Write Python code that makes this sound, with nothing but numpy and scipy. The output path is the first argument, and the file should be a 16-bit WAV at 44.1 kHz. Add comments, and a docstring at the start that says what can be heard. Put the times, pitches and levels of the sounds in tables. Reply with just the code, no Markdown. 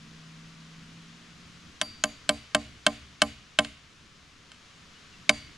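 """A clearing in the woods, stereo microphone close to a stump. Leaves rustle all round; far off an engine
climbs, fades and sinks to idle. From 1.8 s the back of a hatchet drives a nail through a branch into the
stump: seven blows, each cracking fibres, knocking the wood and leaving the steel head ringing, while the
trees scatter it back. The background grows quieter, then recovers as light taps follow and a distant bird
chirps twice. At 5.3 s one last blow lands, with the branch damped by the free hand."""
import sys
import numpy as np
from scipy import signal
from scipy.fft import rfft, irfft, next_fast_len
from scipy.io import wavfile

SR = 44100
rng = np.random.default_rng(int(sys.argv[2]) if len(sys.argv) > 2 else 0)


def wav_out(sig):
    """Save sig, one row per channel (or a flat mono array), as 16-bit PCM at SR to the path in sys.argv[1]."""
    wavfile.write(sys.argv[1], SR, np.round(np.clip(np.atleast_2d(sig).T, -1, 1) * 32767).astype(np.int16))


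N = 245637
T = np.arange(SR) / SR  # one second of ringing

# leaves, and low air, around the clearing: f/Hz, relative density/dB
LEAF_SPECTRUM = [(240, -52), (400, -2), (607, -7), (730, -5), (814, -9.5), (1110, -0.5), (2430, -2),
                 (2800, -1.5), (3070, -1.5), (5110, -6), (6850, -9.5), (8240, -18), (9920, -21),
                 (13500, -41), (16000, -57)]
AIR_SPECTRUM = [(20, -2), (35, -10), (70, -1), (110, -3.5), (170, -1.5), (280, -5.5), (400, -15.5),
                (700, -51), (1500, -48)]
# how alike the breeze is in the two channels: f/Hz, correlation
BREEZE_LIKENESS = [(60, 1), (130, 0.86), (290, 0.83), (640, 0.68), (1410, 0.66), (3100, 0.57), (6820, 0.8),
                   (15000, 0.19)]
# which side the breeze favours: f/Hz, left over right/dB
BREEZE_BALANCE = [(100, -.5), (700, -1), (1300, 2), (8000, 2.5), (15000, 8)]
# far engine: multiple of its lowest tone, relative level/dB
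ENGINE_PARTIALS = [(1, 0), (1.38, -7), (1.63, -15), (1.87, -16)]
# far bird, one row a note: t/s, length/s, start f/Hz, middle f/Hz, end f/Hz, level/dB
BIRD_NOTES = [(4.935, .07, 3000, 2900, 3300, -57), (5.112, .055, 3000, 2750, 2600, -54.5)]
# scatter from the trees: f/Hz, gain/dB
TREE_GAIN = [(100, -47), (600, -18), (1300, -26.5), (2500, -29), (4200, -28.5), (7000, -19.5), (9000, -22),
             (14000, -23)]
# decay of that scatter: f/Hz, t60/s
TREE_DECAY = [(100, 0.21), (1000, 0.29), (3000, 0.68), (7000, 0.29), (14000, 0.46)]
# a blow averaged over all directions: f/Hz, relative density/dB
ALL_ROUND_SPECTRUM = [(100, -20), (700, -5), (1500, -6), (2300, 5.5), (3200, -1), (4400, 0.5),
                      (5600, -14.5), (7000, -5), (9000, -20), (11000, -27), (15000, -42)]
# near reflections from ground and stump: delay/s, gain/dB
NEAR_ECHOES = [(.0089, -45.5), (0.0169, -27)]
# direction of the stump at the microphone: f/Hz, left over right/dB
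STUMP_BALANCE = [(100, 0), (300, -1.2), (700, -2), (1300, -1.7), (2400, -.5), (4400, 1), (8000, 3.2),
                 (13000, 2.4)]
# the same direction in phase: f/Hz, lead of left/rad
STUMP_LEAD = [(100, -0.26), (700, -0.079), (2500, -0.55), (6000, -0.35), (12000, -0.73)]
# soft soil under the stump: f/Hz, relative density/dB
SOIL_SPECTRUM = [(20, -10), (45, -4), (75, 0), (120, -2), (170, -10), (300, -26), (1000, -60)]
# branch, nail and stump together: f/Hz, relative level/dB, t60/s
WOOD_MODES = [ (69.4, -47, 0.99), (125.1, -47, 0.72), (145, -30, 0.066), (198, -22.5, 0.057),
              (223, -28.5, 0.28), (287.5, -26.5, 0.23), (427, -52.5, 0.38), (471.6, -37, 0.19),
              (535, -36, 0.065), (608.8, -15, 0.093), (676, -15, 0.042), (734, -33, 0.17),
              (804, -28.5, 0.12), (1046, -24, 0.1), (1180, -23.5, 0.073), (1327, -28.5, 0.07),
              (1556, -12, 0.034), (1682, -21.5, 0.028), (1856, -23, 0.047), (2147, -31, 0.075),
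              (2213, -19, 0.045), (2669, -14, 0.029), (2998, -14, 0.036), (3246, -10, 0.023),
              (3713, -18.5, 0.023), (4190, -8, 0.011), (5330, -15.5, 0.015), (7220, -19, 0.022),
              (7680, -23.5, 0.015), (8770, -22, 0.018), ]
# wood fibres crushed by the nail: f/Hz, relative density/dB
FIBRE_SPECTRUM = [(300, -61), (900, -0.5), (1800, 3), (3400, -10.5), (4700, 1.5), (5800, -6.5),
                  (7300, -2.5), (9300, -8), (10300, -9), (11500, -25.5), (14000, -25), (15500, -47)]
# free length of the nail: multiple of its lowest tone, relative level/dB
NAIL_MODES = [(1, 4), (1.66, 5), (2.6, -2)]
# hatchet head: f/Hz, relative level/dB, t60/s
HEAD_MODES = [(4660, -40, .56), (6560, -56, .15), (9528, -56, .34), (11032, -52, .23), (12970, -62, .18),
              (14470, -73, .3)]
# which ring of a blow drives each head mode: 0 main, 1 twisting, 2 upper
HEAD_FAMILY = [0, 0, 1, 2, 2, 1]
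# light touches of steel on nail and bark: t/s, gain/dB, thud/dB, brightness/dB
LIGHT_TAPS = [(3.647, -16.5, -26, -8), (4.517, -29.5, -24, -6), (4.544, -38, -24, -7)]
# one row a blow; where it lands sets the ring of nail and head: t/s, force/dB, thud/dB, brightness/dB,
# crack/dB, nail f/Hz, nail gain/dB, main ring/dB, twisting ring/dB, upper ring/dB
HATCHET_BLOWS = [ (1.8136, -7, -8.5, 0, -11.5, 3640, -22, 3, -4, 2),
                 (2.0381, -8, 1, 6, -14, 6700, -8, -6, -13, 2),
                 (2.2915, -4, 1, 1.5, -13, 7900, -10, -8.5, 0, 1),
                 (2.5474, -3, 1.5, 4.5, -15, 3840, -32, -8.5, -16, -17),
                 (2.8651, -2, 0, 1.5, -13.5, 5900, -35, -10, -8, -7),
                 (3.2180, -1, -1, 2, -13.5, 6240, -32, -9, -9, 2),
                 (3.5877, 1, -3.5, -5.5, -14, 3154, -17, -20, 5, -7),
                 (5.293, 0, -1.5, -5.5, -7.5, 2270, -9, -1, 6, -30), ]
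# treble roll-off of the microphone: f/Hz, gain/dB
MIC_TREBLE = [(10000, 0), (13500, -0.5), (16000, -11)]


def amp(db):
    """Decibels to gain."""
    return 10 ** (np.asarray(db) / 20)


def unit(x):
    """Scales to rms 1."""
    return x / np.sqrt(np.mean(x ** 2) + 1e-20)


def read(points, hz):
    """Reads a table on a log-frequency axis."""
    f, value = np.transpose(points)
    return np.interp(np.log(hz + 1), np.log(f + 1), value)


def add(mix, s, sound):
    """Mixes a sound in at time s."""
    part = mix[round(s * SR):][:len(sound)]
    part += sound[:len(part)]


def colour(x, db_at, size=2048):
    """Minimum-phase filter whose gain in dB is the function db_at(Hz)."""
    log_gain = np.log(amp(db_at(abs(np.fft.fftfreq(size, 1 / SR)))))
    taps = np.fft.ifft(np.exp(np.conj(signal.hilbert(log_gain)))).real
    return signal.fftconvolve(x, taps[:size // 2])[:len(x)]


def shaped(x, spectrum):
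    """Filters by a spectrum table and scales to rms 1."""
    return unit(colour(x, lambda f: read(spectrum, f)))


def drift(hz):
    """Slow random wander of rms 1."""
    f = np.fft.rfftfreq(N, 1 / SR)
    return unit(irfft(rfft(rng.standard_normal(N)) * np.exp(-(f / hz) ** 2), N))


def pair(a, b, likeness):
    """Two channels of a given likeness from two unrelated signals."""
    return np.array([a, likeness * a + np.sqrt(1 - likeness ** 2) * b])


def ring(modes):
    """One decaying sine a mode; neighbouring modes start in opposite directions."""
    hz, db, t60 = np.transpose(modes)[:, :, None]
    sign = np.where(np.arange(len(modes)) % 2, -1, 1)[:, None]
    return sign * amp(db - 60 * T / t60) * np.sin(2 * np.pi * hz * T)


def wash(spectrum, level_db):
    """Noise from all round the microphone: centred in the bass, wider in the treble."""
    hz = np.fft.rfftfreq(N, 1 / SR)
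    bins = pair(*rfft(rng.standard_normal((2, N))), read(BREEZE_LIKENESS, hz))
    left = amp(read(BREEZE_BALANCE, hz) / 2)
    bins = bins * amp(read(spectrum, hz)) * np.array([left, 1 / left])
    return amp(level_db) * unit(irfft(bins, N))


def breeze(leaves_db=-54, air_db=-57.5, gust_db=2, dip_at_s=4.15, fall_s=1.16, rise_s=.55):
    """All round: a hiss of leaves over lumpy low air; both grow quieter through the blows, then recover."""
    from_dip = np.arange(N) / SR - dip_at_s
    dip = np.exp(-(from_dip / np.where(from_dip < 0, fall_s, rise_s)) ** 2)
    leaves = wash(LEAF_SPECTRUM, leaves_db - 3 * dip)
    air = wash(AIR_SPECTRUM, air_db - 4 * dip + gust_db * drift(hz=6.6))
    return leaves + air


def engine(start_hz=159.3, climb_hz_per_s=6.2, throttle_off_s=2, sink_s=1, idle_hz=150,
           start_db=-50, fade_at_s=1, fade_db_per_s=14.5, faint_db=-70):
    """Far off: low tones climb, then sink to idle, wavering and fading on their way through the woods."""
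    t = np.arange(N) / SR
    driven_hz = start_hz + climb_hz_per_s * np.minimum(t, throttle_off_s)
    hz = idle_hz + (driven_hz - idle_hz) * np.exp(-np.maximum(t - throttle_off_s, 0) / sink_s)
    level_db = np.maximum(start_db - fade_db_per_s * np.maximum(t - fade_at_s, 0), faint_db)
    cycles = np.cumsum(hz * (1 + .003 * drift(hz=6))) / SR
    return sum(amp(level_db + db + 1.4 * drift(hz=6)) * np.sin(2 * np.pi * multiple * cycles)
               for multiple, db in ENGINE_PARTIALS)


def bird():
    """In the distance: short gliding whistles."""
    song = np.zeros(N)
    for s, length_s, *glide_hz, db in BIRD_NOTES:
        progress = np.linspace(0, 1, round(length_s * SR))
        hz = np.interp(progress, [0, .5, 1], glide_hz)
        whistle = np.sin(2 * np.pi * np.cumsum(hz) / SR)
        add(song, s, amp(db) * np.sin(np.pi * progress) * whistle)
    return song


def trees(blow, onset_s=0.048, likeness=0.65, own_db=-5, steel_db=-23):
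    """Many faint echoes from trunks and foliage, swelling as the sound reaches the clearing's edge."""
    # each tree hears the blow from another side, which evens out its resonances
    all_round = shaped(signal.unit_impulse(len(blow)), ALL_ROUND_SPECTRUM)
    # the flat cheeks of the head throw its ring sideways into the woods
    sideways = unit(ring(HEAD_MODES).sum(0))
    thrown = amp(own_db) * blow + np.std(blow) * (all_round + amp(steel_db) * sideways)
    scattered = colour(thrown, lambda f: read(TREE_GAIN, f))
    noise = pair(*rng.standard_normal((2, SR)), likeness)
    hz, t, bins = signal.stft(noise, SR, nperseg=256)
    decay = amp(-60 * t / read(TREE_DECAY, hz)[:, None])
    swell = 1 - np.exp(-(T / onset_s) ** 2)
    tail = signal.istft(bins * decay, SR, nperseg=256)[1][:, :SR] * swell
    return signal.fftconvolve(scattered[None], tail / np.linalg.norm(tail[0]), axes=1)


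def near_reflections(sound):
    """A sound and its bounces off ground and stump, which shift a little as the hatchet moves."""
    heard = sound.copy()
    for delay_s, db in NEAR_ECHOES:
        add(heard, delay_s * rng.uniform(.93, 1.07), amp(db) * sound)
    return heard


def from_stump(sound):
    """The stump's direction, as level and phase differences between the two microphone ports."""
    size = next_fast_len(N + SR)
    hz = np.fft.rfftfreq(size, 1 / SR)
    left = amp(read(STUMP_BALANCE, hz) / 2) * np.exp(1j * read(STUMP_LEAD, hz) / 2)
    return irfft(rfft(sound, size) * np.array([left, 1 / left]), size)[:, :N]


def shudder(gain_db=-47, rise_s=0.0095, t60_s=0.88):
    """The stump rocks on the soft soil."""
    rumble = shaped(rng.standard_normal(SR), SOIL_SPECTRUM)
    return rumble * amp(gain_db - 60 * T / t60_s) * (1 - np.exp(-T / rise_s))


def contact(rise_s=0.0006):
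    """Vibration builds up while steel and nail touch."""
    return 1 - np.exp(-T / rise_s)


def nail(lowest_hz, t60_cycles=50):
    """The free length of the nail clinks, quickly damped by the wood."""
    tones = [(multiple * lowest_hz, db) for multiple, db in NAIL_MODES]
    modes = [(hz, db, t60_cycles / hz) for hz, db in tones if hz < 11000]
    return ring(modes).sum(0) * contact()


def struck_wood(gripped, uneven_db=2, detune=.012, detune_above_hz=1500):
    """The wood rings; each blow lands a little differently, which shifts the high modes most."""
    hz, db, t60 = np.transpose(WOOD_MODES)
    louder, higher = rng.standard_normal((2, len(WOOD_MODES)))
    sensitivity = hz / (hz + detune_above_hz)
    pitch, ringing = (0.99, 0.86) if gripped else (1, 1)  # a hand weighs the branch down and damps it
    hz = hz * pitch * (1 + detune * sensitivity * higher)
    db = db + uneven_db * sensitivity * louder
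    return ring(np.transpose([hz, db, t60 * ringing])).sum(0)


def knock(thud_db, bright_db, crack_db, gripped, crack_s=0.0037, thud_hz=900, bright_hz=5500):
    """Ringing wood and a few milliseconds of crushing fibres, tilted dull or bright."""
    def tilt_db(f):
        return thud_db / (1 + (f / thud_hz) ** 2) + bright_db * f ** 2 / (f ** 2 + bright_hz ** 2)

    fibres = shaped(rng.standard_normal(SR), FIBRE_SPECTRUM)
    crack = amp(crack_db) * fibres * np.exp(-T / crack_s)
    return colour((struck_wood(gripped) + crack) * contact(), tilt_db)


def hatchet(grip_from_s=4.1, tap_crack_db=-15):
    """Close up, as (t/s, sound): blows that sound wood, nail and head together, then the light taps."""
    for s, force_db, thud_db, bright_db, crack_db, nail_hz, nail_db, *rings_db in HATCHET_BLOWS:
        impact = knock(thud_db, bright_db, crack_db, gripped=s > grip_from_s)
        wood = amp(force_db) * (impact + amp(thud_db) * shudder())
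        clink = amp(nail_db) * nail(nail_hz)
        head = amp(rings_db)[HEAD_FAMILY] @ ring(HEAD_MODES)
        yield s, near_reflections(wood + clink) + head
    for s, gain_db, thud_db, bright_db in LIGHT_TAPS:
        yield s, amp(gain_db) * knock(thud_db, bright_db, tap_crack_db, gripped=s > grip_from_s)


def scene():
    """At the microphone: the hatchet close by, its echo from the trees and the woods behind."""
    direct, echo = np.zeros(N), np.zeros((2, N))
    for s, sound in hatchet():
        add(direct, s, sound)
        for channel, tail in zip(echo, trees(sound)):
            add(channel, s, tail)
    return from_stump(direct + echo) + breeze() + engine() + bird()


def record(dry):
    """The recorder rounds off peaks near full scale; its treble falls away toward the band limit."""
    rounded = dry / (1 + dry ** 8) ** (1 / 8)
    dulled = np.array([colour(channel, lambda f: read(MIC_TREBLE, f)) for channel in rounded])
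    band_limit = signal.firwin(255, cutoff=16200, window=("kaiser", 9), fs=SR)
    return signal.oaconvolve(dulled, band_limit[None], "same")


dry = scene()
out = record(dry)
wav_out(out)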